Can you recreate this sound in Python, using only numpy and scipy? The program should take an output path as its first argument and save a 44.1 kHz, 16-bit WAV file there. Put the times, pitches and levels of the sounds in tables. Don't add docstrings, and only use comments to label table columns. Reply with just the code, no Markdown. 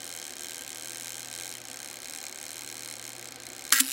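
import sys
import numpy as np
from scipy import signal
from scipy.fft import rfft, irfft, next_fast_len
from scipy.io import wavfile

SR = 44100
rng = np.random.default_rng(int(sys.argv[2]) if len(sys.argv) > 2 else 0)


def to_wav(sig):
    pcm = np.clip(np.atleast_2d(sig), -1, 1) * 32767
    pcm = np.round(pcm).astype(np.int16)
    wavfile.write(sys.argv[1], SR, pcm.T)


def natural_amplitude(level_db):
    exponent = np.asarray(level_db, float) / 20
    return 10 ** exponent


N = 172872

# time_s, drive_db, seating_db
SPRING = [(0.0, -40, -2.5), (.3, -38.5, -2), (.6, -39, -2), (.9, -38.5, -2), (1.2, -38, -1.5),
          (1.51, -38.5, -0.5), (1.58, -38.5, -2.5), (1.9, -39.5, 1), (2.2, -38.5, 0.5), (2.5, -39, 0.5),
          (2.85, -39, 0.5), (3.15, -40, 1), (3.4, -38.5, 0), (3.71, -40, 2)]


def unit(x):
    return x / np.sqrt(np.mean(x ** 2) + 1e-20)


def along(points, hz):
    point_hz, value = np.transpose(points)
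    return np.interp(np.log(hz + 1), np.log(point_hz + 1), value)


def filtered(x, response):
    size = next_fast_len(x.shape[-1] + 8192)
    spectrum = rfft(x, size) * response(np.fft.rfftfreq(size, 1 / SR))
    return irfft(spectrum, size)[..., :x.shape[-1]]


def high(hz, low_hz):
    return (1j * hz / (low_hz + 1j * hz)) ** 2


def banded(bands):
    def response(hz):
        power = sum(natural_amplitude(2 * db) / (1 + (2 * (hz - centre) / width) ** 4) for centre, width, db in bands)
        return np.sqrt(power)
    return unit(filtered(rng.standard_normal(N), response))


def place(start_s, rows):
    at = np.round(np.asarray(start_s) * SR).astype(int)[:, None] + np.arange(rows.shape[1])
    return np.bincount(at.ravel(), rows.ravel(), N + SR)[:N]


def rings(modes, t, count, vary_db):
    total = 0
    for hz, level_db, t60_s in modes:
        struck_db = level_db + vary_db * rng.standard_normal((count, 1))
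        total = total + natural_amplitude(struck_db - 60 * t / t60_s) * np.sin(2 * np.pi * hz * t)
    return total


def ticks(start_s, level_db, modes, loose, vary_db, crack_db, crack_s, bounce_ms, bounce_db, cycles, shift_db=0):
    hz, tic_db, toc_db, t60_s = np.transpose(modes)
    t60_s = np.minimum(t60_s, cycles / hz)
    count = len(start_s)
    side = np.arange(count) % 2
    t = np.arange(SR // 20) / SR

    draw = rng.standard_normal((count, 2, len(hz)))
    phase = rng.uniform(0, 2 * np.pi, (2, len(hz)))[side] + loose * draw[:, 0]
    size = natural_amplitude(np.array([tic_db, toc_db])[side] + vary_db * draw[:, 1] + shift_db) * 0.01 / t60_s
    rise = 1 - np.exp(-hz[:, None] * t / 0.8)
    fade = natural_amplitude(-60 * t / t60_s[:, None]) * rise
    turn = 2 * np.pi * hz[:, None] * t
    ring = (size * np.cos(phase)) @ (fade * np.sin(turn))
    ring = ring + (size * np.sin(phase)) @ (fade * np.cos(turn))
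    ring = ring * (1 - np.exp(-t / 0.00012)) / np.sqrt(np.sum(size ** 2, 1))[:, None]

    crack = 0.8 * rng.standard_normal((2, len(t)))[side] + 0.6 * rng.standard_normal(ring.shape)
    rows = ring + natural_amplitude(crack_db - 60 * t / crack_s) * crack
    rows = rows * natural_amplitude(level_db + 0.8 * rng.standard_normal(count))[:, None]
    late = rng.standard_normal((count, 2))
    bounce_s = start_s + (bounce_ms + 0.15 * late[:, 0]) / 1000
    return place(start_s, rows) + place(bounce_s, rows * natural_amplitude(bounce_db + 3 * late[:, 1:]))


def ambience():
    # hz, density_db
    air_points = [(18, -50), (30, -15), (115, -8.5), (426, -6), (499, -1.5), (988, -7), (1540, -3.5),
                  (7670, -18), (16000, -35)]
    # centre_hz, width_hz, level_db
    drone_bands = [(69, 34, -10.5), (269.3, 56.6, -1.5), (355, 35.4, 0), (504.6, 42, -2.5), (602, 106, -11),
                   (768, 126, -4.5)]
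    hum_hz, beat_s, null_s, depth = 120.5, 1.74, 2.16, 0.6
    t = np.arange(N) / SR
    air = unit(filtered(rng.standard_normal(N), lambda hz: natural_amplitude(along(air_points, hz))))
    hum = np.sin(2 * np.pi * hum_hz * t)
    hum = hum - depth * np.sin(2 * np.pi * (hum_hz * t + (t - null_s) / beat_s))
    return natural_amplitude(-52) * air + natural_amplitude(-54) * banded(drone_bands) + natural_amplitude(-61) * hum


def gears():
    # centre_hz, width_hz, level_db
    whirr_bands = [(1564, 67, 3.5), (2400, 750, -3), (3580, 2400, -2.5), (4280, 91, 5), (5060, 670, 1.5),
                   (7700, 910, -34), (11100, 4900, -26)]
    whirr_db, freed_s, freed_db = -57.5, 3.81, 17.5
    t = np.arange(N) / SR
    time_s, drive_db, _ = np.transpose(SPRING)
    swing_db = np.interp(t, time_s, drive_db - drive_db.mean())
    return natural_amplitude(whirr_db + swing_db + freed_db * (t > freed_s)) * banded(whirr_bands)


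def timer():
    # start_s, growing_drag_ms, end_drag_ms
    turns = [(0.0183, 0.12, -0.37), (0.1379, 0.66, -0.92), (0.2665, -0.11, -2.83), (0.4075, 0.04, 0.16),
             (0.5327, 1.65, -0.31), (0.6641, -0.39, -0.34), (0.7966, -0.26, -0.05), (0.9188, -0.65, -0.18),
             (1.0451, 0.29, -0.28), (1.1678, 0.81, 0.33), (1.3003, -0.75, 0.52), (1.4217, 0.47, 0.73),
             (1.5387, 0.22, -4.04), (1.6999, -0.33, -0.37), (1.8455, 0.89, 1.3), (1.988, -1.08, 1.45),
             (2.1232, 0.3, -1.23), (2.2529, -0.44, -2.53), (2.4003, -0.39, 0.17), (2.5305, 1.01, 0.56),
             (2.6626, 0.29, -1.09), (2.7936, -0.44, -0.13), (2.9251, -0.75, -1.67), (3.0653, 1.77, -1.64),
             (3.2124, 3.24, 1.83), (3.3856, -0.84, -0.39), (3.5501, -0.94, -0.45), (3.692, 0, 0)]
    teeth_ms = [12.72, 12.93, 10.9, 12.06, 11.38, 14.92, 10.93, 12.13, 11.12, 13.05]
    # hz, tic_db, toc_db, t60_s
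    plate = [(1590, 2.5, -0.5, 0.065), (2180, -5, -3, 0.019), (3050, -7, -2, 0.015),
             (3860, -2, -3.5, 0.0059), (4157, -2.5, 2, 0.056), (2410, -13, -3.5, 0.019),
             (5500, -6, -9.5, 0.007), (6500, -2, -1, 0.005), (7690, 1.5, 0.5, 0.0066),
             (8620, -3.5, -5.5, 0.0055), (9540, -3, -14.5, 0.0044), (10960, -6.5, -15, 0.014),
             (13300, -14, -12.5, 0.0036), (3213, -4.5, -2, 0.013)]
    seat_follow = [-.5, 1, -1, 0, 1, 1, 0, 0, 0, 0, 0, 0, 0, -1]
    first_s, lag_s, short_share = 0.0044, 0.0003, 0.25
    tick_db, drag_db_per_ms = 16.5, -0.87

    start_s, grow_ms, ends_ms = np.transpose(turns)
    share = np.tile([short_share, 1 - short_share], 5) / 5
    u = np.linspace(-1, 1, 10)
    shape = np.array([u, u * u - np.mean(u * u)]) * share * 10
    shape = shape - shape.sum(1)[:, None] * share
    extra_ms = (np.diff(start_s) * 1000 - np.sum(teeth_ms))[:, None] * share
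    extra_ms = extra_ms + np.array([grow_ms, ends_ms]).T[:-1] @ shape
    swings_s = (teeth_ms + extra_ms).ravel() / 1000
    gaps_s = np.concatenate([[start_s[0] - first_s], swings_s, [0.0125, 0.0146]])
    beat_s = first_s + np.cumsum(np.r_[0, gaps_s])
    drag_ms = np.concatenate([[0, 0], extra_ms.ravel(), [0, 0]])

    time_s, drive_db, seat_db = np.transpose(SPRING)
    level_db = np.interp(beat_s, time_s, drive_db) + tick_db + drag_db_per_ms * drag_ms
    beat_s, level_db = np.roll(beat_s, -1), np.roll(level_db, -1)
    return ticks(beat_s + lag_s, level_db, plate, loose=0.5, vary_db=1.2, crack_db=-8.5, crack_s=0.0049,
                 bounce_ms=0.92, bounce_db=-13, cycles=170,
                 shift_db=np.outer(np.interp(beat_s, time_s, seat_db), seat_follow))


def shutter():
    blow_s = [3.7189, 3.7216, 3.724, 3.7247, 3.7257, 3.7283, 3.799, 3.8012, 3.8021, 3.8032, 3.8053, 3.8067,
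              3.8083, 3.8105]
    # level_db, noise_t60_s, case_ring_db
    blows = [(-38, .02, -10), (-23, 0.028, -13), (-4, 0.0083, -1.5), (-4.5, 0.0052, 2), (-7, 0.012, -5),
             (-19, 0.03, -10), (-8, 0.0054, -7), (-7.5, 0.006, -2), (-11, 0.018, -2), (-9.5, 0.008, 3),
             (-9, 0.017, 1), (-4, 0.0037, -6), (-13, 0.011, -5), (-33, 0.024, -7)]
    # hz, density_db
    snap = [(470, -39), (800, -31), (1290, 1.5), (2350, -4.5), (4080, -4.5), (4630, -5.5), (9690, -5),
            (16000, -12)]
    slam = [(470, -54), (800, -32), (1660, -10.5), (5380, -11.5), (6300, -12), (7640, -8), (15000, -12),
            (16000, -12.5)]
    # hz, level_db, t60_s
    case_modes = [(1194, -8.5, 0.0083), (4060, -13, 0.011), (6500, -5, 0.013), (7540, -7, 0.025),
                  (9840, -7, .005)]
    blade_modes = [(5900, -14, .01), (7410, -5, 0.011), (7660, -8, .014), (10300, -3, .008),
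                   (11200, -4, .008)]
    thud_modes = [(350, -26.5, 0.035), (526, -30, 0.023), (920, -37, .02)]
    # hz, level_db, t60_s
    body_modes = [(262, 0, .22), (299, -3, .07)]
    # start_s, level_db
    knocks = [
        (3.7215, -38),
        (3.7995, -27),
    ]
    thud_s = 3.7238

    level_db, t60_s, ring_db = np.transpose(blows)
    t = np.arange(SR // 4) / SR

    def colour(points, count):
        white = rng.standard_normal((count, len(t)))
        return unit(filtered(white, lambda hz: natural_amplitude(along(points, hz))))

    noise = np.r_[colour(snap, count=6), colour(slam, count=8)]
    ring = np.r_[rings(case_modes, t, count=6, vary_db=2), rings(blade_modes, t, count=8, vary_db=2)]
    rows = noise * natural_amplitude(-60 * t / np.minimum(t60_s, 0.03)[:, None]) + natural_amplitude(ring_db)[:, None] * ring
    rows = rows * (1 - np.exp(-t / 0.00012))
    snaps = filtered(place(blow_s, rows * natural_amplitude(level_db)[:, None]), lambda hz: high(hz, low_hz=480))

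    body = rings(body_modes[:1], t, count=1, vary_db=2) - rings(body_modes[1:], t, count=1, vary_db=2)
    body = body * (1 - np.exp(-t / 0.0054))
    knock_s, knock_db = np.transpose(knocks)
    thud = place([thud_s], rings(thud_modes, t, count=1, vary_db=0.5))
    thud = filtered(thud, lambda hz: high(hz, low_hz=260) ** 2)
    return snaps + place(knock_s, natural_amplitude(knock_db)[:, None] * body) + thud


def rattle():
    # start_s, level_db
    beats = [(3.7304, -7), (3.7342, -8), (3.7392, -12), (3.7429, -9), (3.7479, -13), (3.7515, -12),
             (3.7567, -12), (3.7603, -9), (3.7656, -13), (3.7693, -11), (3.7743, -12), (3.778, -11),
             (3.7832, -12), (3.7867, -11), (3.7915, -12), (3.7955, -8)]
    # hz, tic_db, toc_db, t60_s
    ring_modes = [(1320, 5, 4, 0.023), (1665, 7, 8.5, 0.027), (1900, 7, 5.5, 0.013), (2800, 0, -9, 0.014),
                  (3020, -1, -4, 0.021), (3530, -10, -1, 0.019), (4100, -14, -8, 0.014),
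                  (5230, -1, -6, 0.013), (7330, -5, -2, .012), (7470, -12, 0, .012),
                  (8500, -12, -17, 0.0071), (9970, -12, -5, 0.0048), (12400, -19, -22, 0.0057),
                  (15100, -6, -9, 0.0033)]
    start_s, level_db = np.transpose(beats)
    chatter = ticks(start_s, level_db + 0.5, ring_modes, loose=0.6, vary_db=1.5, crack_db=-3, crack_s=0.007,
                    bounce_ms=0.6, bounce_db=-7, cycles=70)
    return filtered(chatter, lambda hz: high(hz, low_hz=790))


def race():
    # start_s, peak_db
    beats = [(3.8189, -17), (3.8273, -21), (3.834, -17), (3.8424, -21), (3.8491, -17), (3.8582, -21),
             (3.8654, -16), (3.8733, -19), (3.8805, -16), (3.8878, -19), (3.8951, -16), (3.9021, -18),
             (3.9099, -15), (3.9173, -17)]
    # hz, tic_db, toc_db, t60_s
    free_modes = [(1500, -12.5, -21, 0.02), (3000, -16, 5, 0.011), (3840, 4, 4, .015), (5750, 8, 2, 0.01),
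                  (7000, -3.5, 9, .007), (7860, 4, 9, 0.007), (8900, 6, 2, .007), (10300, 12, -2, .005),
                  (11000, 8, -7, .005), (12600, -6, 0, .004), (14000, -10, -2, 0.004),
                  (15100, -14, -8, .004)]
    start_s, peak_db = np.transpose(beats)
    return ticks(start_s, peak_db + 2, free_modes, loose=0.7, vary_db=1.5, crack_db=-8, crack_s=0.007,
                 bounce_ms=0.8, bounce_db=-9, cycles=45)


def room(x):
    # hz, t60_s
    decay = [(300, 0.35), (3000, 0.099), (12000, 0.086)]
    hz, t, z = signal.stft(rng.standard_normal(SR // 3), SR, nperseg=128)
    tail = signal.istft(z * natural_amplitude(-60 * t / along(decay, hz)[:, None]), SR, nperseg=128)[1]
    delayed = np.pad(x, (60, 0))
    return signal.fftconvolve(delayed, tail / np.linalg.norm(tail))[:N]


def scene():
    clock = filtered(timer() + rattle() + race(), lambda hz: high(hz, low_hz=940))
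    blows = shutter()
    answer = room(natural_amplitude(-11.5) * clock + natural_amplitude(-12.5) * blows)
    return (clock + blows + gears() + answer + ambience())[None]


def roll_off(x):
    return signal.sosfilt(signal.butter(12, 16990, fs=SR, output="sos"), x)


def record(dry):
    duck_s, duck_db, hold_s, recover_s = 3.7225, -3.5, 0.09, 0.31
    ceiling, mic_low_hz, top_hz = 0.8, 35.3, 15900
    t = np.arange(N) / SR - duck_s
    recovery = np.exp(-np.maximum(t - hold_s, 0) / recover_s)
    ducked = dry * natural_amplitude(duck_db * np.clip(t / 0.003, 0, 1) * recovery)
    held = ducked / (1 + np.abs(ducked / ceiling) ** 4) ** 0.25
    return roll_off(filtered(held, lambda hz: high(hz, mic_low_hz) * (hz < top_hz)))


dry = scene()
out = record(dry)
to_wav(out)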